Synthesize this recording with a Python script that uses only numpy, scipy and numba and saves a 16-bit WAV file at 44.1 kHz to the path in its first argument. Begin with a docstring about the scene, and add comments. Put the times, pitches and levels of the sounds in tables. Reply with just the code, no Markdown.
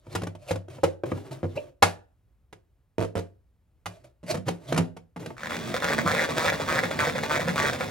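"""Plastic salad spinner on a stone countertop in a quiet kitchen, close to a two-port microphone.
Knocks as bowl, basket and lid are set down: bowl modes, cracking wall noise, counter thuds.
Among them, shuffles of filtered grains and a short squeak of two gliding partials.
Then a hand cranks: clicks per gear tooth ring the lid, with grinding, rumble and a clack per lap.
Behind all: a diffuse room tail and low, wavering air noise."""
import sys
import numpy as np
from scipy import signal
from scipy.fft import rfft, irfft
from scipy.io import wavfile
from scipy.ndimage import uniform_filter1d
from numba import njit

SR = 44100
rng = np.random.default_rng(int(sys.argv[2]) if len(sys.argv) > 2 else 0)


def waveform_to_disk(signal):
    """Save audio, clipped to [-1, 1], as 16-bit WAV at the path in sys.argv[1]."""
    frames = np.transpose(np.atleast_2d(signal))
    scaled = np.clip(frames, -1, 1) * 32767
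    samples = np.round(scaled).astype(np.int16)
    wavfile.write(sys.argv[1], SR, samples)


N = 348390
T = np.arange(N) / SR

# knocks of bowl, basket and lid:
# [t/s, blow gain/dB, strongest ring/Hz, thud gain/dB, crack gain/dB, chatter length/s]
KNOCK_EVENTS = [(0.068, -38.5, 700, -6, -19, .004), (0.151, -20.5, 474, -8, -5, 0.011),
                (0.218, -27.5, 487, -1.5, -9, 0.0051), (0.234, -25.5, 555, -12, -10, 0.0054),
                (0.269, -28, 460, -5, -9, .006), (0.351, -36, 550, -13, -13.5, 0.0058),
                (0.509, -15.5, 440, -12, -13, 0.008), (0.557, -29.5, 500, -5, -7.5, 0.0054),
                (0.682, -35.5, 417, -20, -17, 0.0068), (0.785, -33, 423, -16.5, -29, .006),
                (0.834, -9.5, 577, -18.5, -13, 0.013), (1.036, -16, 570, -23, -46, 0.0098),
                (1.118, -16.5, 634, -13, -43, 0.008), (1.431, -18, 397, -7, -45, 0.026),
                (1.8239, -8, 696, -16, -1, 0.011), (2.527, -39.5, 497, -15.5, -5.5, 0.0064),
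                (2.983, -14, 517, -11, -19.5, 0.071), (3.154, -17.5, 525, -10.5, -16, 0.044),
                (3.858, -33, 689, -5, 3.5, 0.012), (4.231, -38.5, 340, -0.5, -13.5, 0.022),
                (4.311, -24, 2000, -15, -9, 0.0032), (4.343, -21.5, 510, -7, -11.5, 0.014),
                (4.371, -31.5, 500, 0, -10, .01), (4.482, -22, 520, -6, -5, 0.0093),
                (4.724, -13.5, 490, -12, -13.5, 0.0041), (4.744, -29, 1400, 1, -4.5, 0.0049),
                (4.762, -22.5, 1500, -6, -9.5, 0.0095), (4.776, -18.5, 580, -1.5, -1, 0.0094),
                (4.787, -17, 604, -5, -32, .03), (4.966, -35.5, 530, -8.5, -10.5, 0.0099),
                (5.162, -29, 790, -8.5, -16.5, 0.018), (5.26, -28.5, 900, -8, -6, 0.005),
                (5.305, -29, 775, -20, -29, .008), (6.046, -27, 343, 4.5, -24, 0.014)]
# rubbing of plastic and leaves: [t/s, length/s, strongest rustle gain/dB, drag over rustle/dB]
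SHUFFLE_EVENTS = [(0, 0.14, -56, 12.5), (0.392, 0.13, -43, -1.5), (0.699, 0.12, -50, 9),
                  (1.055, 0.28, -55.5, 17), (1.311, 0.095, -49, 12), (1.431, 0.21, -61, 13),
                  (1.557, 0.12, -54.5, 14), (3.864, 0.17, -55.5, 1.5), (4.041, 0.043, -55, 3.5),
                  (4.256, 0.057, -30, -3.5), (4.454, 0.021, -49, 16), (4.573, 0.15, -45, 8),
                  (5.195, 0.14, -54.5, 18.5)]
# the hand pushes the handle once a turn and loads the gear: [t/s, length/s, load at start/dB, swell/dB]
HAND_PUSHES = [(5.36, 0.12, -48, 12), (5.486, 0.087, -33, -3), (5.816, 0.13, -32.5, 4.5),
               (6.055, 0.2, -31.5, 2.5), (6.36, .14, -33.5, 9), (6.681, 0.12, -28, -2.5),
               (6.985, 0.12, -27.5, -5), (7.292, 0.09, -27.5, -5), (7.565, 0.14, -30, 1.5)]


def undb(db):
    """Decibels to gain."""
    return 10 ** (np.asarray(db) / 20)


def unit(x):
    """Scale to rms 1."""
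    return x / np.sqrt(np.mean(x ** 2))


def colour(x, table):
    """Filter by an [f/Hz, level/dB] table, with a causal response from the cepstrum."""
    hz, db = np.transpose(table)
    grid_hz = np.linspace(1, SR / 2, 2049)
    cepstrum = irfft(np.interp(np.log(grid_hz), np.log(hz), db) * np.log(10) / 20)
    # fold onto positive time: minimum phase
    cepstrum[1:2048] *= 2
    cepstrum[2049:] = 0
    return signal.fftconvolve(x, irfft(np.exp(rfft(cepstrum))))[:len(x)]


@njit
def svf(x, hz, width):
    """State-variable band-pass whose centre may move, gain 1 at the centre."""
    y, band, low = np.empty(len(x)), 0., 0.
    for i in range(len(x)):
        g, k = np.tan(np.pi * hz[i] / SR), width / hz[i]
        v = (band + g * (x[i] + 1e-18 - low)) / (1 + g * (g + k))
        band, low, y[i] = 2 * v - band, low + 2 * g * v, k * v
    return y


def resonate(x, table):
    """Sum of fixed [f/Hz, width/Hz, level/dB] resonances."""
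    return sum(undb(db) * svf(x, np.full(N, float(hz)), float(width)) for hz, width, db in table)


def walk(rate_hz):
    """Random levels held 1 / rate_hz and slewed; spread near 1."""
    hold = int(SR / rate_hz)
    steps = np.repeat(rng.standard_normal(N // hold + 1), hold)
    return 2 ** .5 * uniform_filter1d(steps, hold)[:N]


def grains(per_s, spread_db):
    """Scattered clicks, a few much larger than the rest, over a bed of noise."""
    hit = rng.random(N) < per_s / SR
    clicks = hit * rng.standard_normal(N) * undb(spread_db * rng.exponential(size=N))
    return unit(clicks + 0.22 * rng.standard_normal(N))


def ring(t, hz, t60_s):
    """One decaying mode."""
    return np.sin(2 * np.pi * hz * t) * np.exp(-np.log(1000) * t / t60_s)


def strokes(table, edge_s, release_s):
    """Gain of [t/s, length/s, start/dB, end/dB] strokes, soft-edged, 30 dB release; the strongest counts."""
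    gains = []
    for s, length_s, start_db, end_db in table:
        times_s = (s, s + length_s, s + length_s + release_s)
        gains.append(undb(np.interp(T, times_s, (start_db, end_db, end_db - 30), -200, -200)))
    return uniform_filter1d(np.max(gains, axis=0), int(edge_s * SR))


def knocks():
    """Each knock chatters: its contacts ring the bowl and crack in its wall; a thud joins from the counter."""
    out, t = np.zeros(N + SR), T[:SR // 3]
    for s, db, hz, thud_db, crack_db, length_s in KNOCK_EVENTS:
        touch = chatter(length_s)
        blow = hollow_ring(touch, t, hz)
        blow = blow + undb(crack_db) * wall_crack(touch, t)
        blow = blow + undb(thud_db) * counter_thud(t, s)
        i = int(s * SR)
        out[i:i + len(t)] += undb(db) * blow
    return out[:N]


def chatter(length_s):
    """Contact impulses at jittered intervals, the first at once, weakening along the chatter."""
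    contacts = 10
    jitter, force = rng.random((2, contacts))
    order = np.arange(contacts)
    when = (order + jitter * (order > 0)) / contacts  # fraction of the chatter
    touch = np.zeros(SR // 10)
    strength = np.where(when > 0, .4 + force, 1.1) * np.exp(-1.1 * when)
    np.add.at(touch, (when * length_s * SR).astype(int), strength)
    return touch


def hollow_ring(touch, t, strongest_hz):
    """Contacts of random sign excite detuned bowl modes, weaker away from the strongest; peak 1."""
    # bowl modes: [f/Hz]
    bowl_modes = [360, 470, 532, 620, 870, 1178, 1490, 1940]
    off_db_per_octave, ring_cycles = 12, 23  # cycles to fall 60 dB
    modes = 0
    for hz in bowl_modes:
        gain = undb(-off_db_per_octave * abs(np.log2(hz / strongest_hz)))
        detuned_hz = hz * (1 + 0.04474 * rng.standard_normal())
        modes = modes + gain * ring(t, detuned_hz, ring_cycles / hz)
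    hollow = signal.fftconvolve(touch * rng.choice([-1, 1], len(touch)), modes)[:len(t)]
    return hollow / np.abs(hollow).max()


def wall_crack(touch, t):
    """The ribbed wall has too many modes to tell apart: noise in a burst and a rough tail."""
    # wall noise spectrum: [f/Hz, density/dB per Hz]
    wall_spectrum = [(410, -34.5), (700, -2.5), (5880, -21), (10800, -27.5), (14100, -41.5)]
    decay = np.exp(-t / 0.0023) + 0.074 * np.exp(-t / 0.031)
    burst = signal.fftconvolve(touch, decay)[:len(t)]
    return unit(colour(rng.standard_normal(len(t)), wall_spectrum)) * burst / burst.max()


def counter_thud(t, s):
    """Soft-onset counter modes, scattered in level and pitch; thuds sit higher once the lid is on."""
    # counter modes: [f/Hz, level/dB, t60/s]
    counter_modes = [(98.8, 3.5, 0.33), (165.7, -2, 0.24), (235.6, -8.5, 0.12)]
    # change with the lid on, per counter mode: [level/dB]
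    lid_change = (-11, 4.5, 9.5)
    lid_on_s = 4.2
    thud = 0
    for (hz, db, t60_s), lid_db in zip(counter_modes, lid_change):
        level_db = db + (s > lid_on_s) * lid_db + 0.73 * rng.standard_normal()
        thud = thud + undb(level_db) * ring(t, hz * (1 + .04 * rng.standard_normal()), t60_s)
    return thud * (1 - np.exp(-t / 0.0062))


def shuffle():
    """Dry rustle of ribs and leaves, and under it the dull drag of the bowl over the counter."""
    # rustle spectrum: [f/Hz, density/dB per Hz]
    rustle_spectrum = [(350, -32.5), (600, 7.5), (814, -13), (10700, -28.5), (15400, -45.5)]
    # ribs that sing as they are rubbed: [f/Hz]
    rib_modes = (2450, 3400)
    rib_width_hz, rib_db, settle_s = 450., -8, 0.06
    rub = grains(2000, 1.6)
    ribs = sum(svf(rub, hz * (1 + .1 * walk(20)), rib_width_hz) * undb(5 * walk(30)) for hz in rib_modes)
    rustle = unit(colour(rub, rustle_spectrum)) + undb(rib_db) * unit(ribs)
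    rustle = rustle * undb(2.5 * walk(50))
    drag = unit(resonate(grains(500, 1.2), [(130.0, 14, 19.0), (306.7, 140, 5.4)]))
    drag = drag * undb(2 * walk(40))
    light = slides()
    heavy = light.copy()
    heavy[:, 2:] += np.array(SHUFFLE_EVENTS)[:, -1:]
    return strokes(light, 0.0099, settle_s) * rustle + strokes(heavy, 0.0098, 2 * settle_s) * drag


def slides():
    """Shuffles as strokes: each dies away, unless it ends in a knock: then it grows toward it."""
    fade_db, grow_db, knock_near_s = 14, 25, .015
    knock_s = np.array(KNOCK_EVENTS)[:, 0]
    table = []
    for s, length_s, db, _ in SHUFFLE_EVENTS:
        if np.abs(knock_s - s - length_s).min() < knock_near_s:
            table.append((s, length_s, db - grow_db, db))
        else:
            table.append((s, length_s, db, db - fade_db))
    return np.array(table)


def squeak():
    """Rubbed soft plastic: a brief swell and fade, pitch rising into the peak, upper partial rougher."""
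    # squeak partials: [f/Hz, level/dB]
    partials = [(590, -23), (2650, -42)]
    peak_s, swell_s = 1.577, .007
    t = T - peak_s
    swell = np.exp(-np.where(t < 0, (t / swell_s) ** 2, t / (1.3 * swell_s)))
    glide = t + 8 * t * np.clip(t, -.04, 0)  # warped time
    tones = 0
    for hz, db in partials:
        rough = 1 + hz / 2000 * walk(700)
        tones = tones + undb(db) * rough * np.sin(2 * np.pi * hz * glide)
    return swell * tones


def crank():
    """Gear teeth click and grind under load; unloaded they only grind; the spinning basket rumbles."""
    # cranking: [t/s, mean tooth rate/Hz, rumble before load gain/dB]
    crank_course = [(5.36, 71, -17.5), (5.55, 87.66, -36), (5.8, 138.5, -39.5), (6.1, 153.6, -39.5),
                    (6.301, 160, -35), (7.9, 143.1, -37)]
    idle_db = -48
    s, rate_hz, rumble_db = np.transpose(crank_course)
    load = gear_load()
    spin = np.clip((T - s[0]) / 0.26, 0, 1) ** 2
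    turns = np.cumsum(np.interp(T, s, rate_hz) * (1 + .015 * walk(40))) / SR  # in teeth
    tooth, phase = turns.astype(int), turns % 1
    tooth_scatter_db = 2.3
    size = undb(tooth_scatter_db * rng.standard_normal(tooth[-1] + 1))[tooth]
    clicks = tooth_clicks((np.diff(tooth, prepend=0) > 0) * size)
    grind = tooth_grind(size, phase)
    rumble = basket_rumble(np.interp(T, s, rumble_db))
    bite = load * (.9 * unit(clicks) + .24 * grind)
    return bite + undb(idle_db) * spin * grind + rumble * spin * (0.87 + 8 * load)


def tooth_clicks(pulses):
    """Each tooth rings lid modes; wobble varies them; the lid stiffens in a push, favouring higher ones."""
    # lid modes: [f/Hz, level as a push sets in/dB, level late in the push/dB]
    lid_modes = [(855, -3, -8.5), (1180, 6, -9), (1520, 0, 2.5), (1903, -2, 3.5), (2380, -6, -5.5)]
    mode_width_hz, mode_wander_db = 450, 3.3
    starts_s = np.array(HAND_PUSHES)[:, 0]
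    since_s = T - starts_s[np.maximum(np.searchsorted(starts_s, T) - 1, 0)]
    late = np.where(since_s < .2, np.clip(since_s / .13, 0, 1), .3)  # part way back after 0.2 s
    clicks = 0
    for hz, early_db, late_db in lid_modes:
        mode = [(hz, mode_width_hz, 0)]
        level_db = early_db + (late_db - early_db) * late + mode_wander_db * walk(45)
        struck = pulses * undb(level_db)
        clicks = clicks + rng.choice([-1, 1]) * resonate(resonate(struck, mode), mode)
    return clicks


def tooth_grind(size, phase):
    """Grit that swells at each tooth and decays until the next, coloured and resonated by the lid."""
    # grinding spectrum: [f/Hz, density/dB per Hz]
    grind_spectrum = [(300, -6), (2000, -2), (2740, -9.5), (7630, -21.5), (12200, -36.5), (15200, -23)]
    # lid resonances: [f/Hz, width/Hz, level/dB]
    lid_resonances = [(571, 134, 22.5), (3340, 265, 15)]
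    grit = grains(3000, 1.8) * (.4 + size * np.exp(-phase / .25))
    return 2.17 * unit(colour(grit, grind_spectrum)) + 1.08 * unit(resonate(grit, lid_resonances))


def basket_rumble(level_db):
    """Grains through low resonances, deep bass cut, level wandering."""
    # rumble resonances: [f/Hz, width/Hz, level/dB]
    rumble_modes = [(106, 80, -10.5), (156.7, 43, -7), (224.2, 5.4, -2)]
    rumble = colour(resonate(grains(800, 1.4), rumble_modes), [(30, -31), (90, -7)])
    return unit(rumble) * undb(level_db + 2.04 * walk(15))


def gear_load():
    """Load on the gear: pushes build up gently; each lap adds a short, sudden catch; the larger counts."""
    rise_s, unload_s = 0.016, 0.0028
    catch_s, catch_db, catch_fade_db = 0.038, -31, 10.5
    pushes = [(s + rise_s / 2, length_s - rise_s / 2, db, db + swell_db)
              for s, length_s, db, swell_db in HAND_PUSHES]
    catches = [(s, catch_s, catch_db, catch_db - catch_fade_db) for s in laps()]
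    return np.maximum(strokes(pushes, rise_s, unload_s), strokes(catches, 0.0029, unload_s))


def laps():
    """Moments at which the heavy side of the lopsided basket comes round, one per lap."""
    # basket rotation: [t/s, laps turned]
    basket_turns = [(5.742, 0), (5.982, 3), (6.289, 7), (6.909, 15), (7.152, 18), (7.474, 22), (7.724, 25),
                    (7.806, 26)]
    s, turned = np.transpose(basket_turns)
    return np.interp(np.arange(turned[-1] + 1), turned, s)


def clacks():
    """Once a lap the basket clacks against the lid: a hollow pair of modes, quieter as a push starts."""
    clack_db = -17.5
    near_push_s, near_push_db = 0.017, -9.5  # clacks close to the start of a push are quieter
    out, t = np.zeros(N + SR), T[:SR // 10]
    push_s = np.array(HAND_PUSHES)[:, 0]
    for s in laps():
        scatter_db, detune_low, detune_high = rng.standard_normal(3)
        nearness = np.exp(-(np.abs(push_s - s).min() / near_push_s) ** 2)
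        hollow = ring(t, 530 * (1 + 0.048 * detune_low), 0.04)
        hollow = hollow + 0.57 * ring(t, 650 * (1 + 0.043 * detune_high), 0.029)
        gain = undb(clack_db + near_push_db * nearness + scatter_db)
        i = int(s * SR)
        out[i:i + len(t)] += gain * hollow * (1 - np.exp(-t / 0.0019))
    return out[:N]


def room(x):
    """Diffuse kitchen tail, the treble dying first; it is thin below about 220 Hz."""
    t60_s, treble_t60_s, room_db = 0.33, 0.089, -5
    t = T[:SR // 2]
    bass_cut = signal.butter(2, 220, "high", fs=SR, output="sos")
    noise = signal.sosfilt(bass_cut, rng.standard_normal((4, len(t))))
    low = uniform_filter1d(noise, size=40)
    tails = 0.8 * low * np.exp(-np.log(1000) * t / t60_s)
    tails = tails + (noise - low) * np.exp(-np.log(1000) * t / treble_t60_s)
    tails = unit(tails * (1 - np.exp(-t / 0.0011))) / np.sqrt(len(t))
    # the tail blends steadily between two diffuse stereo patterns, three turns a second
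    turn = 2 * np.pi * 3 * T
    wet = 0
    for weight, pair in ((np.cos(turn), tails[:2]), (np.sin(turn), tails[2:])):
        wet = wet + signal.fftconvolve((x * weight)[None], pair)[:, :N]
    return undb(room_db) * wet


def hush():
    """The low, wavering air of the kitchen: coloured noise, partly different in each channel."""
    # air spectrum: [f/Hz, level/dB]
    air_spectrum = [(30, 2), (60, 8.5), (223, -16.5), (6550, -46)]
    hush_db = -61.5
    mid, side = [colour(rng.standard_normal(N), air_spectrum) for _ in range(2)]
    air = unit(mid + 0.24 * side * np.array([[1], [-1]]))
    return air * undb(hush_db + 0.46 * walk(9.3))


def scene():
    """All sources near the microphone, panned together, with their room tail and the air."""
    # where the hands work: [t/s, left minus right/dB]
    hand_place = [(1.4, -0.5), (2.9, -6.5), (4.0, -2.5), (5.2, -1)]
    near = knocks() + squeak() + shuffle() + crank() + clacks()
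    pan_db = np.interp(T, *np.transpose(hand_place))
    return near * undb(np.array([pan_db, -pan_db]) / 2) + room(near) + hush()


def record(dry):
    """Two ports hear the sound out of phase, most in the top treble; bass cut, peaks rounded, top cut."""
    # quadrature side signal of the ports: [f/Hz, side minus mid/dB]
    port_side = [(200, -24), (700, -6), (4400, -10), (9000, 2)]
    mid, side = (dry[0] + dry[1]) / 2, (dry[0] - dry[1]) / 2
    hz, db = np.transpose(port_side)
    gain = undb(np.interp(np.log(np.fft.rfftfreq(N, 1 / SR) + 1), np.log(hz), db))
    side = side + irfft(1j * gain * rfft(mid), N)
    bass_cut = signal.butter(3, 50, "high", fs=SR, output="sos")
    both = signal.sosfilt(bass_cut, np.array([mid + side, mid - side]))
    top_cut = signal.ellip(10, .2, 80, 16000, fs=SR, output="sos")
    return signal.sosfilt(top_cut, np.tanh(both))


dry = scene()
out = record(dry)
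waveform_to_disk(out)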